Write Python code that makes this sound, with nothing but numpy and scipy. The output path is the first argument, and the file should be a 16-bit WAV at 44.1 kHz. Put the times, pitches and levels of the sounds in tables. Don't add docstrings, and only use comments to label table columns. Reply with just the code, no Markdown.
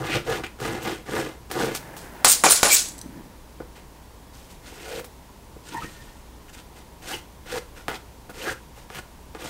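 import sys
import numpy as np
from scipy import signal
from scipy.fft import rfft, irfft, next_fast_len
from scipy.io import wavfile

SR = 44100
rng = np.random.default_rng(int(sys.argv[2]) if len(sys.argv) > 2 else 0)


def wav_record(signal):
    frames = np.transpose(np.atleast_2d(signal))
    bounded = np.clip(frames, -1, 1)
    quanta = np.round(bounded * 32767).astype(np.int16)
    wavfile.write(sys.argv[1], SR, quanta)


N = 418509

# centre_hz, width_hz, relative_db
CANVAS_MODES = [(122, 35, -3), (330, 55, 0), (405, 40, -1), (482, 48, 0), (770, 70, -7), (900, 50, -8),
                (1210, 60, -9), (1440, 55, -5), (1700, 90, -12), (2080, 90, -13)]
# centre_hz, width_hz, relative_db
BOARD_MODES = [(480, 260, -7), (822, 85, 2.5), (1127, 180, -8), (1460, 51, 3.5), (2345, 100, -8.5)]
# centre_hz, width_hz, relative_db
BLADE_MODES = [(4100, 500, -11), (6150, 250, -3), (7700, 200, -3), (8370, 200, -2), (9700, 400, -5),
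               (11500, 2000, -9)]


def from_db(db):
    return 10 ** (np.asarray(db) / 20)


def rms_one(x):
    return x / np.sqrt(np.mean(x ** 2) + 1e-20)


def lowpass(x, cut_hz):
    return signal.sosfiltfilt(signal.butter(2, cut_hz, fs=SR, output="sos"), x)


def gains(rows):
    s, *columns = np.transpose(rows)
    time_s = np.arange(N) / SR
    return [from_db(np.interp(time_s, s, db, left=-120, right=-120)) for db in columns]


def drift(rate_hz):
    r = np.exp(-80 * np.pi * rate_hz / SR)
    noise = rng.standard_normal(N // 40 + 2002)
    slow = signal.lfilter([1], [1, -2 * r, r * r], noise)[2000:]
    return np.interp(np.arange(N) / 40, np.arange(len(slow)), rms_one(slow))


def catches(per_s, spread_db, clump_db):
    sizes = from_db(spread_db * np.minimum(rng.exponential(1, N), 4)) * rng.choice([-1, 1], N)
    struck = rng.random(N) < per_s / SR
    clumps = from_db(clump_db * 2 * np.tanh(drift(46) / 2))
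    return rms_one(sizes * struck * clumps)


def coloured(x, spectrum, patchy_db):
    size = next_fast_len(N)
    octave = np.log2(np.maximum(np.arange(size // 2 + 1) * SR / size, 10))
    hz, db = np.transpose(spectrum)
    lowest = np.log2(hz[0])
    shaped = rfft(x, size) * from_db(np.interp(octave, np.log2(hz), db)) * (octave > lowest)
    total = np.zeros(N)
    for centre in np.arange(np.floor(lowest), 15):
        band = irfft(shaped * np.maximum(1 - abs(octave - centre), 0), size)[:N]
        total += band * from_db(patchy_db * drift(37))
    return rms_one(total)


def resonance(x, hz, width_hz):
    r = np.exp(-np.pi * width_hz / SR)
    zeros = np.array([1, 0, -1]) * (1 - r * r) / 2
    poles = [1, -2 * r * np.cos(2 * np.pi * hz / SR), r * r]
    return signal.lfilter(zeros, poles, x + 1e-18)


def body(x, modes, wander_db):
    total = np.zeros(N)
    for k, (hz, width_hz, db) in enumerate(modes):
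        drive = x * from_db(wander_db * np.tanh(drift(15.0)))
        total += (-1) ** k * from_db(db) * resonance(drive, hz, width_hz)
    return total


def arches(touch_s, swell_s, fade_s, peak_db, shape):
    onset_db_per_s, touch_db, lift_db, roundness, decay_db_per_s = shape
    s = np.arange(0, N + 32, 32) / SR
    since = s[:, None] - touch_s
    rising = np.clip(1 - since / np.maximum(swell_s, .001), 0, 1)
    falling = np.clip((since - swell_s) / np.maximum(fade_s, .001), 0, 1)
    before_touch_s = np.maximum(-since, 0)
    after_lift_s = np.maximum(since - swell_s - fade_s, 0)
    db = (peak_db - touch_db * rising ** roundness - lift_db * falling ** roundness
          - onset_db_per_s * before_touch_s - decay_db_per_s * after_lift_s)
    power = np.sum(from_db(2 * db), axis=1)
    return np.interp(np.arange(N) / SR, s, np.sqrt(power))


def scrape(gain, slips, modes, broad, ring_db, patchy_db, wander_db):
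    ringing = rms_one(body(slips, modes, wander_db))
    return gain * rms_one(coloured(slips, broad, patchy_db) + from_db(ring_db) * ringing)


def blows(events, low_modes, push_hz, ring_db, crack_s, crack_db, blade_db):
    s, level_db, bright_db = np.transpose(events)
    low, high = np.zeros((2, N))
    at = (s * SR).astype(int)
    low[at] = from_db(level_db)
    high[at] = from_db(level_db + bright_db + crack_db)
    n = np.arange(300) * 2 * np.pi * push_hz / SR
    pulse = np.e * n * np.exp(-n) * (1 - n / 2)
    push = np.convolve(low, pulse)[:N]
    decay = signal.lfilter([1], [1, -np.exp(-1 / (crack_s * SR))], high)
    crack = decay * rng.standard_normal(N)
    ringing = from_db(ring_db) * body(push, low_modes, wander_db=0.5)
    blade = from_db(blade_db) * body(crack, BLADE_MODES, wander_db=4.0)
    return push + ringing + crack + blade


def slackness(x):
    # start_s, sway_db (below 200 Hz), boom_db (200-600 Hz), thud_db (600-1200 Hz)
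    slack_rows = [(0, 4.5, 3, -0.5), (1.6, -4.5, 0, -9.5), (4.9, -1, 2.5, -1), (5.8, 6, -5, -17),
                  (7.1, -3, 7, 10), (7.55, -17, -2.5, -9), (8.5, -5, -1, -9), (9.399, 1, 2, 2.5)]
    sway, boom, thud = gains([*slack_rows, (N / SR, *slack_rows[-1][1:])])
    below_200, below_600, below_1200 = [lowpass(x, hz) for hz in (200, 600, 1200)]
    lows = sway * below_200 + boom * (below_600 - below_200) + thud * (below_1200 - below_600)
    return lows + x - below_1200


def canvas_strokes():
    # touch_s, swell_s, fade_s, drum_db, rasp_db (edge below rasp_top_hz), hiss_db (edge above it)
    stroke_rows = [(0.0, 0.0015, 0.2, -27.5, -49, -43), (0.039, 0.12, 0.077, -25, -24, -34),
                   (0.249, 0.072, 0.14, -23, -30, -35), (0.436, 0.0047, 0.055, -33.5, -28, -40.5),
                   (.59, 0.06, 0.31, -26, -35, -37.5), (0.819, 0.053, 0.17, -26, -31.5, -35.5),
                   (1.063, 0.11, 0.2, -22, -32, -35.5), (1.503, 0.12, 0.19, -21, -33, -33),
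                   (1.748, 0.0011, 0.058, -47, -36, -26.5), (1.967, 0.0095, 0.14, -65, -60, -41),
                   (3.602, 0.0044, 0.052, -41, -64, -68), (3.75, 0.015, 0.094, -45.5, -46.5, -54),
                   (4.329, 0.01, 0.35, -81, -59, -50), (4.49, 0.022, 0.071, -56, -52, -47.5),
                   (4.619, 0.042, 0.46, -47, -47, -46.5), (4.74, 0.254, 0.034, -37, -39, -40),
                   (5.64, 0.046, 0.75, -44.5, -46, -44.5), (5.77, 0.072, 0.024, -36, -41, -45.5),
                   (6.475, 0.022, 0.021, -60, -45, -51), (6.528, 0.019, 0.023, -60, -46, -42),
                   (6.56, 0.029, 0.052, -53, -46, -47), (6.754, 0.013, 0.13, -51.5, -49, -51),
                   (7.021, 0.12, 0.086, -41.5, -36, -35), (7.463, 0.12, 0.014, -25.5, -32.5, -34.5),
                   (7.75, 0.026, 0.11, -42, -46.5, -47.5), (7.884, 0.0021, 0.11, -25, -33.5, -41),
                   (7.91, 0.047, 0.034, -31.5, -38.5, -39.5), (8.294, 0.0019, 0.035, -31, -44, -57),
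                   (8.343, 0.18, 0.021, -28, -34, -35), (8.755, 0.022, 0.12, -47, -51.5, -50),
                   (8.902, 0.088, 0.022, -33.5, -36, -41), (9.348, 0.0019, 0.044, -36.5, -41, -49),
                   (9.385, 0.069, 0.14, -37, -38, -38.5)]
    # frequency_hz, relative_db
    weave = [(50, 19), (110, 6), (350, -0.5), (900, 21), (2200, -21.5), (4000, -47)]
    # frequency_hz, relative_db
    paint_edge = [(1200, -15), (2200, -0.5), (4500, -7), (6200, -8.5), (9200, -10), (10500, -18.5),
                  (13000, -14.5), (16000, -23)]
    # centre_hz, width_hz, relative_db
    flex_modes = [(1430, 90, 0), (2250, 160, -3)]
    rasp_top_hz = 3360
    drum_shape, edge_shape = (3400, 17.4, 29.3, 1.27, 540), (1500, 13.8, 31.5, 1.61, 680)
    s, swell_s, fade_s, drum_db, rasp_db, hiss_db = np.transpose(stroke_rows)
    drum = arches(s, swell_s, fade_s, drum_db, drum_shape)
    rasp = arches(s, swell_s, fade_s, rasp_db, edge_shape)
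    hiss = arches(s, swell_s, fade_s, hiss_db, edge_shape)
    snags = catches(1400, 4.0, 1.8)
    drumming = scrape(drum, snags, CANVAS_MODES, weave, ring_db=8, patchy_db=1.5, wander_db=4.0)
    grit = catches(7000, 3.5, 1.5) + .5 * snags
    edge = scrape(1, grit, flex_modes, paint_edge, ring_db=-8, patchy_db=2.0, wander_db=6.0)
    edge_low = lowpass(edge, rasp_top_hz)
    return slackness(drumming) + rasp * edge_low + hiss * (edge - edge_low)


def canvas_blows():
    # start_s, level_db, brightness_db
    tap_rows = [(.4366, -15, -32), (.6022, -18.5, -10), (.827, -21, -2), (1.5137, -11, -5.5),
                (1.6086, -11, -22), (1.7519, -14.5, -14), (1.9668, -23, -1), (4.884, -33, 2),
                (4.994, -20.5, -7), (5.0438, -25.5, -1), (7.8825, -4.5, -18), (8.2965, -34, 4),
                (8.9022, -19, -24), (8.948, -21, -7), (9.3493, -19.5, -28)]
    # start_s, level_db, brightness_db
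    knock_rows = [(1.089, -29.5, -32), (1.268, -36, -25), (3.6018, -30.5, -30), (5.562, -40.5, -21)]
    taps = blows(tap_rows, CANVAS_MODES, push_hz=1310, ring_db=11.5,
                 crack_s=0.014, crack_db=-13.0, blade_db=-7)
    knocks = blows(knock_rows, CANVAS_MODES, push_hz=500, ring_db=24,
                   crack_s=.01, crack_db=0, blade_db=-6)
    return taps + knocks


def room(x):
    t60_s, level_db, wall_cut_hz = 0.29, -9.5, 22000
    t = np.arange(int(.5 * SR)) / SR
    tail = rng.standard_normal(len(t)) * from_db(-60 * t / t60_s) * (t > .004)
    tail = signal.sosfilt(signal.butter(1, wall_cut_hz, fs=SR, output="sos"), tail)
    return from_db(level_db) * signal.fftconvolve(x, tail / np.sqrt(np.sum(tail ** 2)))[:N]


def room_air():
    # frequency_hz, relative_db
    air_spectrum = [(20, 4), (60, 0), (100, -3.5), (200, -6), (500, -11.5), (760, -14.5), (960, -9.5),
                    (1250, -20), (2750, -24.5), (8000, -28.5), (16000, -32)]
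    return from_db(-46.5) * coloured(rng.standard_normal(N), air_spectrum, patchy_db=0.0)


def hum():
    hum_hz, rms_db = 59.5, -53
    sine = np.sqrt(2) * np.sin(2 * np.pi * hum_hz * np.arange(N) / SR)
    return from_db(rms_db + 0.78 * drift(3.6)) * sine


def sleeve():
    # start_s, level_db
    rustle_rows = [(1.7, -55), (1.85, -43), (2.25, -42.5), (2.9, -54), (3.2, -50), (3.6, -83)]
    # frequency_hz, relative_db
    cloth_spectrum = [(60, -32), (110, 20.5), (242, 16), (900, 14), (1150, 6.5), (1700, 11.5), (2300, 3.5),
                      (4000, -7)]
    return gains(rustle_rows)[0] * coloured(catches(3000, 1.2, 0.9), cloth_spectrum, patchy_db=1.5)


def palette():
    # board_swell_s, board_fade_s, board_db
    draw_rows = [(2.2466, 4.006, 9.5, -18.5, 0.079, 0.024, -18.5, 0.035, -17, 8960, 0.026, 0.021, -19.5),
                 (2.438, 3.5, -0.5, -19, 0.085, 0.053, -17, 0.066, -14.5, 9400, 0.0028, 0.096, -13),
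                 (2.6308, 4.998, 1.5, -15, 0.12, 0.05, -18.5, 0.09, -15.5, 8100, 0.02, 0.11, -18.5)]
    # frequency_hz, relative_db
    hard_edge = [(1500, -14.5), (2800, -13), (5000, -6.5), (7000, -2.5), (9800, -11), (11400, -11),
                 (16000, -29)]
    # frequency_hz, relative_db
    board_spectrum = [(150, -6.5), (550, -3), (1600, -3.5), (3500, -10), (5000, -41.5)]
    rub_shape, rasp_shape = (15000, 10, 19, 1, 127), (17000, 4, 6.8, 1.2, 175)
    chatter_s, chatter_shape = 0.028, (11000, 3, 6.2, 1.3, 350)
    sing_width_hz, sing_air_db = 2800, 0
    sing_fade_s, sing_shape = .006, (1500, 3, 6, 1.5, 900)
    (s, slap_db, bright_db, chatter_db, draw_s, fade_s, rasp_db, delay_s, sing_db, sing_hz,
     board_swell_s, board_fade_s, board_db) = np.transpose(draw_rows)

    board_gain = arches(s, board_swell_s, board_fade_s, board_db, rub_shape)
    rub = scrape(board_gain, catches(5000, 3.0, 1.5), BOARD_MODES, board_spectrum,
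                 ring_db=2, patchy_db=1.5, wander_db=4.5)

    draw_gain = arches(s, draw_s, fade_s, rasp_db, rasp_shape)
    chatter_gain = arches(s, .002, chatter_s, chatter_db, chatter_shape)
    grit = catches(8000, 3.2, 1.5)
    rasp = scrape(np.hypot(draw_gain, chatter_gain), grit, BLADE_MODES, hard_edge,
                  ring_db=-7, patchy_db=2.2, wander_db=7.0)

    bright_air = from_db(sing_air_db) * rms_one(np.gradient(grit))
    sing = np.zeros(N)
    for start_s, length_s, db, hz in zip(s + delay_s, draw_s - delay_s, sing_db, sing_hz):
        tone = rms_one(resonance(resonance(grit, hz, sing_width_hz), hz, sing_width_hz))
        sing += arches(start_s, length_s, sing_fade_s, db, sing_shape) * (tone + bright_air)

    slaps = blows(np.transpose([s, slap_db, bright_db]), BOARD_MODES, push_hz=1420, ring_db=9.5,
                  crack_s=0.001, crack_db=-12.0, blade_db=11.0)
    return rub + rasp + sing + slaps


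def rings():
    # start_s, length_s, pitch_hz, width_hz, level_db
    ring_rows = [(2.708, 0.031, 2350, 260, -20.5), (4.84, 0.18, 480, 150, -37),
                 (5.722, 0.041, 248, 149, -36.5), (5.729, 0.063, 930, 120, -33),
                 (5.75, 0.048, 1830, 110, -38.5), (5.817, 0.024, 1270, 120, -37.5),
                 (5.824, 0.063, 1864, 80, -44), (5.9, 0.27, 1822, 68.8, -55.5),
                 (7.089, 0.027, 1520, 450, -34), (7.125, 0.031, 2950, 400, -34),
                 (8.41, 0.02, 2930, 600, -39), (7.517, 0.065, 475, 100, -33), (8.41, .1, 516, 150, -35.5),
                 (8.455, 0.056, 1520, 450, -28.5)]
    rise_share, shape = .5, (2000, 8, 9, 1.5, 700)
    slips = catches(1500, 2.5, 2.0)
    total = np.zeros(N)
    for s, length_s, hz, width_hz, db in ring_rows:
        gain = arches(s, rise_share * length_s, (1 - rise_share) * length_s, db, shape)
        total += gain * rms_one(resonance(resonance(slips, hz, width_hz), hz, width_hz))
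    return total


def rumble():
    # start_s, level_db
    rumble_rows = [(2.8, -64), (2.95, -47), (3.2, -43.5), (3.55, -77)]
    # frequency_hz, relative_db
    rumble_spectrum = [(90, -17), (150, 7), (330, 8.5), (600, -34)]
    return gains(rumble_rows)[0] * coloured(catches(180, 2.7, 1.7), rumble_spectrum, patchy_db=1.5)


def sticky_ticks():
    # start_s, level_db, brightness_db
    tick_rows = [(2.8861, -41, 14.5), (2.9801, -41, 7), (2.989, -46, 13), (3.014, -43, 13)]
    return blows(tick_rows, BOARD_MODES, push_hz=1500, ring_db=5,
                 crack_s=0.0028, crack_db=-9.5, blade_db=22.0)


def scene():
    knife = canvas_strokes() + canvas_blows() + palette() + rings() + sticky_ticks()
    background = room_air() + hum() + sleeve() + rumble()
    return (knife + room(knife) + background)[None]


def record(dry):
    cutoff_hz = 15750
    full = np.clip(dry, -1, 1)
    return signal.sosfilt(signal.ellip(18, .3, 100, cutoff_hz, fs=SR, output="sos"), full)


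dry = scene()
out = record(dry)
wav_record(out)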